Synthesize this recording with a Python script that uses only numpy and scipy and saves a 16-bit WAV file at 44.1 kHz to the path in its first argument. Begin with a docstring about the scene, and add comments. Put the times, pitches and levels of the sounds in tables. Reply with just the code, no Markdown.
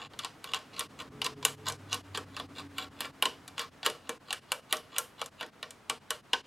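"""Scratching a solder pad

A small metal tool scratches a circuit board close by, about four strokes a second. Its tip grinds
over the solder, catches and snaps free; tool, board and chassis ring briefly in a small room.
Soft room noise lies beneath, and a low drone swells and fades like a vehicle outside.
After most strokes all but the bass dips briefly."""
import sys
import numpy as np
from scipy import signal
from scipy.fft import rfft, irfft, next_fast_len
from scipy.io import wavfile
from scipy.ndimage import uniform_filter1d

SR = 44100
rng = np.random.default_rng(int(sys.argv[2]) if len(sys.argv) > 2 else 0)


def dump_mix(stems):
    """Bounce the given channels to the path in sys.argv[1] as a 16-bit WAV at rate SR."""
    frames = np.atleast_2d(stems).T  # one column per channel
    limited = np.clip(frames, -1, 1)  # hard clip at full scale
    pcm = np.round(limited * 32767).astype(np.int16)
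    wavfile.write(sys.argv[1], SR, pcm)


N = 284886
TIME = np.arange(N) / SR


def from_db(db):
    """Decibels to gain."""
    return 10 ** (np.asarray(db) / 20)


def rms(x):
    """Root mean square."""
    return np.sqrt(np.mean(x ** 2) + 1e-20)


def curves(rows):
    """Breakpoint columns, interpolated to every sample."""
    time_s, *columns = np.transpose(rows)
    return [np.interp(TIME, time_s, column) for column in columns]


def add(out, start_s, x):
    """Mix x into out at start_s."""
    at = round(start_s * SR)
    x = x[max(0, -at):N - at]
    out[max(0, at):max(0, at) + len(x)] += x


def band(x, edges_hz, order):
    """Causal band-pass."""
    return signal.sosfilt(signal.butter(order, edges_hz, "band", fs=SR, output="sos"), x + 1e-18)


def coloured(x, spectrum):
    """Zero-phase EQ through (freq_hz, gain_db) points, log-frequency axis."""
    size = next_fast_len(len(x))
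    freq_hz, gain_db = np.transpose(spectrum)
    bins_hz = np.maximum(np.fft.rfftfreq(size, 1 / SR), 1)
    gain = from_db(np.interp(np.log(bins_hz), np.log(freq_hz), gain_db))
    return irfft(rfft(x, size) * gain, size)[:len(x)]


def noise(spectrum, size=N):
    """Coloured noise, unit rms."""
    x = coloured(rng.standard_normal(size), spectrum)
    return x / rms(x)


def drift(rate_hz, size=N):
    """Random wander, spread about 1."""
    return np.interp(TIME[:size] * rate_hz, np.arange(4096), rng.standard_normal(4096))


# Room noise spectra, mid and side: freq_hz, density_db
AIR_MID_SPECTRUM = [(25, -14.5), (55, -8.5), (130, 0.5), (190, 0.5), (255, 1.5), (340, -3), (480, -3.5),
                    (700, -4), (1300, -5), (2400, -12), (3300, -15), (4600, -20), (9000, -24.5),
                    (15000, -34)]
AIR_SIDE_SPECTRUM = [(25, -4.5), (60, -13), (140, -1.5), (260, 2.5), (500, 1.5), (1200, -6), (2600, -10),
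                     (5000, -14.5), (7000, -26), (15000, -47.5)]
# Room noise envelope, mid: time_s, level_db
AIR_ENVELOPE = [(0, -56), (2.7, -55), (4.5, -58), (6.46, -58.5)]


def room_noise(side_db=-67.5):
    """Soft diffuse noise, as mid and side."""
    mid_db, = curves(AIR_ENVELOPE)
    return from_db(mid_db) * noise(AIR_MID_SPECTRUM), from_db(side_db) * noise(AIR_SIDE_SPECTRUM)


# Rumble spectrum: freq_hz, density_db
RUMBLE_SPECTRUM = [(30, -25.5), (60, -3), (100, -3), (145, 1), (205, -6.5), (270, 6.5), (335, -4.5),
                   (420, -5), (600, -20.5), (1200, -12), (4000, -52.5)]
# Rumble envelope: time_s, level_db
RUMBLE_ENVELOPE = [(0, -65), (.7, -66), (1.15, -50.5), (1.8, -58), (2.55, -55), (3.0, -60), (4.5, -73.5),
                   (6.46, -80)]


def rumble():
    """Low noise of a distant vehicle, swelling and fading."""
    level_db, = curves(RUMBLE_ENVELOPE)
    return from_db(level_db) * noise(RUMBLE_SPECTRUM)


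# Engine tones: time_s, pitch_hz, level_db
LOW_TONE = [(1.3, 102, -71), (1.7, 99.5, -52), (2.1, 96.2, -54.5), (2.4, 92.6, -59), (2.8, 93.4, -59.5),
            (3.0, 92, -68), (4.8, 91, -77)]
HIGH_TONE = [(1.0, 143.9, -71.5), (1.2, 142.1, -56), (1.7, 140.9, -56.5), (2.0, 138.7, -67),
             (6.46, 133.8, -78)]
# Third-harmonic resonances: centre_hz, half_width_hz, peak_db
RESONANCES = [(277.5, 2.26, 6), (427, 2.7, 2)]


def drone(tone, waver=0.02, flutter_db=3):
    """A wavering, sinking engine tone; its third harmonic glides through resonances."""
    pitch_hz, level_db = curves(tone)
    lift = sum(from_db(peak_db) / np.hypot(1, (3 * pitch_hz - centre_hz) / half_width_hz)
               for centre_hz, half_width_hz, peak_db in RESONANCES)
    phase = 2 * np.pi * np.cumsum(pitch_hz * (1 + waver * drift(24.76))) / SR
    first = from_db(level_db + flutter_db * drift(18)) * np.sin(phase)
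    third = lift * from_db(level_db + flutter_db * drift(18)) * np.sin(3 * phase)
    return np.sqrt(2) * (first + third)


# Bands of chassis, board, tool, tip: low_hz, high_hz
BANDS_HZ = [(200, 700), (700, 1900), (1900, 5500), (5500, 17000)]
# Room response per band: early_db, tail_db, tail_t60_s, early_t60_s, first_s, blur_hz
BAND_ROOMS = [(-31.5, -0.5, 0.24, 0.1, 0.0032, 40), (-3.5, -6, 0.23, 0.036, 0.0045, 80),
              (-18, -9.5, 0.28, 0.014, .0025, 3900), (-16, -12, 0.25, 0.022, 0.0031, 1800)]


def room(x, early_db, tail_db, tail_t60_s, early_t60_s, first_s, blur_hz, size=16384):
    """Direct sound, quick reflections off bench and chassis, and a diffuse tail of like colour."""
    t = TIME[:size]
    spectrum = rfft(x, size)
    early = rng.standard_normal(size) * np.clip(t / first_s - 1, 0, 1) * from_db(-60 * t / early_t60_s)
    near = irfft(spectrum * (1 + from_db(early_db) * rfft(early / np.linalg.norm(early))))
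    # Stored energy leaks away as hiss.
    retention = from_db(-60 / (tail_t60_s * SR)) ** 2
    energy = signal.lfilter([0, 1 - retention], [1, -retention], np.pad(x, (0, size - len(x))) ** 2)
    blur_bins = max(1, round(blur_hz * size / SR))
    colour = np.sqrt(np.abs(uniform_filter1d(np.abs(spectrum) ** 2, blur_bins)))
    hiss = irfft(colour * rfft(rng.standard_normal(size)))
    return near + from_db(tail_db) * np.sqrt(energy) * hiss / rms(hiss)


# Modes of tool, board and chassis: freq_hz, gain_db, t60_s
BODY_MODES = [(240, -28.5, 0.21), (344, -28, .14), (399, -29, 0.094), (461, -9.5, 0.073),
              (495.4, -13.5, 0.096), (618.5, -16.5, 0.14), (755, -22, 0.16), (926, -11.5, 0.054),
              (1047.5, -2.5, 0.047), (1104, -2, 0.044), (1164, 0.5, 0.023), (1366, -12.5, 0.1),
              (1515, -8, .05), (1868, -6.5, 0.025), (2322, -11, 0.11), (2787, 4.5, 0.015),
              (3406, 2.5, 0.026), (3746, -10.5, 0.048), (4018, 8, 0.0081), (4710, -9.5, 0.042),
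              (6910, -7.5, 0.0095), (7510, -10, 0.016), (8670, -20, 0.0033)]
# The tool's ping, a close mode pair: freq_hz, gain_db, t60_s
PING_MODES = [(2902, 4.5, 0.012), (3035, -8.5, 0.011)]


def ring(modes, vary_db, size=6000):
    """Struck modes: damped sines of random strength and sign."""
    t = TIME[:size]
    freq_hz, gain_db, t60_s = np.transpose(modes)[:, :, None]
    strength = from_db(gain_db + vary_db * rng.standard_normal(freq_hz.shape))
    strength *= rng.choice([-1, 1], freq_hz.shape)
    return np.sum(strength * np.sin(2 * np.pi * freq_hz * t) * from_db(-60 * t / t60_s), axis=0)


# Dense vibration between the modes: freq_hz, density_db
CRACK_SPECTRUM = [(200, -21), (500, -2.5), (1200, 12), (2000, -1.5), (3600, 14), (4300, 6.5), (5200, 2),
                  (7300, -1), (10500, -4), (13000, -7), (16000, -20.5)]


def body(modes, crack_db, crack_t60_s, vary_db, size=6000):
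    """Response to one contact: ringing modes plus a short crack."""
    envelope = from_db(crack_db - 60 * TIME[:size] / crack_t60_s)
    return ring(modes, vary_db, size) + envelope * noise(CRACK_SPECTRUM, size)


# Pushes over the solder: peak_s, rise_s, level_db, dip_db
PUSHES = [(-.01, 0.077, -47.5, 20), (.235, .04, -50.5, 0.5), (.49, 0.05, -50.5, 3.5), (.562, 0.014, -41, 0),
          (.785, 0.042, -46.5, 16.5), (1.004, 0.013, -42, 13), (1.256, 0.01, -32.5, 15),
          (1.467, 0.028, -45, 15), (1.68, 0.018, -35.5, 9), (1.93, 0.026, -41, 14),
          (2.16, 0.018, -42.5, 8.5), (2.38, 0.035, -49, 13), (2.588, 0.023, -44, 7.5),
          (2.802, 0.032, -43.5, 13), (3.025, 0.033, -44.5, 11), (3.609, 0.027, -41.5, 14.5),
          (3.86, 0.013, -35, -2), (4.094, 0.061, -59.5, 16), (4.31, 0.031, -49.5, 15),
          (4.519, 0.032, -58, 7.5), (4.726, 0.026, -46, 4), (4.951, .04, -50, 0), (5.207, 0.023, -49, 16),
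          (5.415, 0.025, -48, 14), (5.901, 0.014, -62, 13), (6.125, 0.027, -53, 14),
          (6.331, 0.03, -65, 17.5)]


def scrapes(grains_per_s=5000, spread_db=3.5, judder_db=5.5, fall_ratio=0.99, size=9000):
    """The tip trips over tiny bumps in the solder; each clicks into the same body."""
    out = np.zeros(N)
    lag_s = TIME[:size] - size / SR / 2
    for peak_s, rise_s, tool_db, _ in PUSHES:
        board_db = tool_db - 3
        chassis_db = board_db - 9
        tip_db = tool_db - 10 + 0.42 * (tool_db + 44)  # harder is brighter
        levels_db = [chassis_db, board_db, tool_db, tip_db]
        push = np.exp(-(lag_s / np.where(lag_s < 0, rise_s, fall_ratio * rise_s)) ** 2)
        bumps = from_db(spread_db * np.minimum(rng.exponential(1, size), 4)) * rng.choice([-1, 1], size)
        judder = from_db(judder_db * drift(300, size))
        grains = push * judder * bumps * (rng.random(size) < grains_per_s / SR)
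        response = body(BODY_MODES + PING_MODES, crack_db=4, crack_t60_s=0.005, vary_db=1.8)
        rasp = coloured(signal.fftconvolve(grains, response), [(7000, 0.0413), (12000, -3)])
        for edges_hz, level_db, walls in zip(BANDS_HZ, levels_db, BAND_ROOMS):
            part = band(rasp, edges_hz, order=5)
            part *= from_db(level_db) * np.linalg.norm(push) / np.linalg.norm(part)
            add(out, peak_s + lag_s[0], room(part, *walls))
    return out


def dips(x, delay_s=0.0942, sink_s=0.0081, recover_s=0.016, above_hz=220, leak=0.022):
    """All but the bass sinks briefly after most pushes."""
    depth_db = np.zeros(N)
    for peak_s, _, _, dip_db in PUSHES:
        lag_s = TIME - peak_s - delay_s
        depth_db += dip_db * np.exp(-(lag_s / np.where(lag_s < 0, sink_s, recover_s)) ** 2)
    bass = signal.sosfiltfilt(signal.butter(2, above_hz, fs=SR, output="sos"), x)
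    return bass + (x - bass) * (leak + (1 - leak) * from_db(-depth_db))


def catches(offset_db=-10, knock_db=-19, tick_db=-3.5, centre_hz=8300):
    """The tip trips once more as each push eases: one random lesser snap per push."""
    rows = []
    for peak_s, _, push_db, _ in PUSHES:
        start_s = peak_s + abs(rng.normal(0, 0.022))
        level_db = push_db + rng.normal(offset_db, 3.5)
        tick_hz = centre_hz * 2 ** rng.normal(0, 0.25)
        rows.append((start_s, level_db, knock_db, tick_db, tick_hz))
    return rows


def stick_slip(size, creep_db=-28, creep_s=0.0013, slip_db=-20, slip_s=0.0017):
    """Tip force: rising creep, a jolt at sample `size`, then a flurry of slips."""
    t = TIME[:size]
    creep = from_db(creep_db) * np.exp(-t[::-1] / creep_s)
    slips = from_db(slip_db) * np.exp(-t / slip_s)
    force = np.concatenate([creep, slips]) * rng.standard_normal(2 * size)
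    force[size] += 1
    return force


def tick(force, centre_hz, tail_db=-20, decay_s=0.0043, focus_db=12):
    """The tool's point answers the force with a short, bright tick."""
    jolt = len(force) // 2
    tail = from_db(tail_db) * np.exp(-TIME[:3 * jolt] / decay_s) * rng.standard_normal(3 * jolt)
    burst = np.pad(force, (0, 2 * jolt))
    burst[jolt:] += tail
    treble_hz = np.geomspace(4000, 17000, 9)
    gain_db = -focus_db * np.log2(treble_hz / centre_hz) ** 2
    return coloured(coloured(burst, CRACK_SPECTRUM), np.c_[treble_hz, gain_db])


# Ping level relative to its snap: snap_db, share_db
PING_SHARES = [(-44.5, -11), (-29, -4.5), (-33, -1)]


def ping(snap_db, rms_samples):
    """The tool's mode pair rings into the room; harder snaps give it a larger share."""
    level_db = snap_db + np.interp(snap_db, *np.transpose(PING_SHARES))
    tone = band(ring(PING_MODES, vary_db=5), BANDS_HZ[2], order=1)
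    tone *= from_db(level_db) / rms(tone[:rms_samples])
    return room(tone, early_db=-13, tail_db=-10.5, tail_t60_s=0.27, early_t60_s=0.05,
                first_s=0.0025, blur_hz=120)


# Tip releases, knock and tick relative to level: start_s, level_db, knock_db, tick_db, tick_hz
RELEASES = [(0.135, -51.5, -6, -18, 8080), (.1907, -33.5, -35, -9, 7150), (0.2472, -33, -19, -8, 6660),
            (.4426, -40, -19, -7, 10400), (.5359, -31.5, -18, -12.5, 7400), (.5454, -33, -23, -8.5, 8900),
            (0.7938, -33, -34, -0.5, 9820), (0.8071, -33.5, -16.5, -11, 6800),
            (1.2172, -30.5, -27, -13.5, 8800), (1.245, -46, -18, 8, 7300),
            (1.4276, -41.5, -12.5, -11, 6400), (1.4509, -26, -15, 3, 9250), (1.686, -44.5, -12, 9, 8150),
            (1.6995, -42, -8, -3, 9000), (1.723, -45, -20, 1, 6660), (1.9293, -32.5, -24, -1, 5900),
            (1.9431, -37, -15, -2, 9500), (2.1483, -34.5, -23.5, -14, 6500),
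            (2.1744, -35.5, -7.5, -5, 8500), (2.366, -38.5, -17, -12.5, 7900),
            (2.3984, -37.5, -11.5, -15, 9550), (2.7827, -32.5, -24.5, -10.5, 9600),
            (3.0061, -33, -14, -5, 12600), (3.0466, -40.5, -18, -23, 7600),
            (3.2246, -25.5, -14.5, -6.5, 11800), (3.2552, -27.5, -12, -7.5, 7500),
            (3.4788, -45.5, -24, -3, 7200), (3.58, -34.5, -25, -12.5, 6600), (3.5939, -34.5, -20, -5, 7600),
            (3.8306, -37.5, -22, -19, 7290), (3.8623, -26, -11, -5, 9100), (4.0932, -37, -2.5, -1.5, 7600),
            (4.3066, -33.5, -33, -12, 7200), (4.328, -31.5, -22, -4, 9100), (4.5191, -31, -8.5, -1.5, 9300),
            (4.7264, -26, -13.5, -3.5, 10700), (4.769, -46, -14, 2, 7100), (4.9637, -37, -22, -17, 7900),
            (4.9835, -32, -14, 5.5, 9800), (5.2159, -34.5, -7.5, -8.5, 8460), (5.2604, -50, -18, 4.5, 7370),
            (5.41, -37.5, -12.5, -15, 11470), (5.4287, -41, -5.5, -14, 7550),
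            (5.6287, -36.5, -12.5, -13.5, 7500), (5.7073, -49, -31, 2, 7900), (5.898, -30, -14, -4, 8300),
            (6.1059, -31.5, -13, -1.5, 8600), (6.3331, -25, -15.5, -13, 8300)]


def snaps(board_db=-1.3, board_follow=0.28, tool_db=-3, size=441):
    """The tip snaps free: the chassis knocks, board and tool ring, the point ticks."""
    out = np.zeros(N)
    for start_s, level_db, knock_db, tick_db, tick_hz in RELEASES + catches():
        shares_db = [knock_db, board_db + board_follow * knock_db, tool_db, tick_db]
        force = stick_slip(size)
        hit = signal.fftconvolve(body(BODY_MODES, crack_db=5, crack_t60_s=0.04, vary_db=1.5), force)
        sources = [hit, hit, hit, tick(force, tick_hz)]
        for source, edges_hz, share_db, walls in zip(sources, BANDS_HZ, shares_db, BAND_ROOMS):
            part = band(source, edges_hz, order=4)
            part *= from_db(level_db + share_db) / rms(part[size:2 * size])
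            add(out, start_s - size / SR, room(part, *walls))
        add(out, start_s, ping(level_db, size))
    return out


# The tool's left-right difference: freq_hz, gain_db
TOOL_SIDE_SPECTRUM = [(100, -11.5), (400, -41), (1200, -42.5), (2800, -37), (5500, -16), (10000, -22.5),
                      (15000, -15)]


def scene():
    """The tool reaches a close microphone pair almost alike, differing in phase; the air is wider."""
    tool = snaps() + scrapes()
    air_mid, air_side = room_noise()
    vehicle = rumble() + drone(LOW_TONE) + drone(HIGH_TONE)
    quadrature = np.imag(signal.hilbert(tool, next_fast_len(N)))[:N]
    mid = dips(air_mid + vehicle + tool)
    side = dips(air_side + coloured(quadrature, TOOL_SIDE_SPECTRUM))
    return np.array([mid + side, mid - side])


def record(dry):
    """Steep low-pass."""
    cutoff_hz = 16200
    return signal.sosfilt(signal.ellip(10, 0.1, 80, cutoff_hz, fs=SR, output="sos"), dry)


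dry = scene()
out = record(dry)
dump_mix(out)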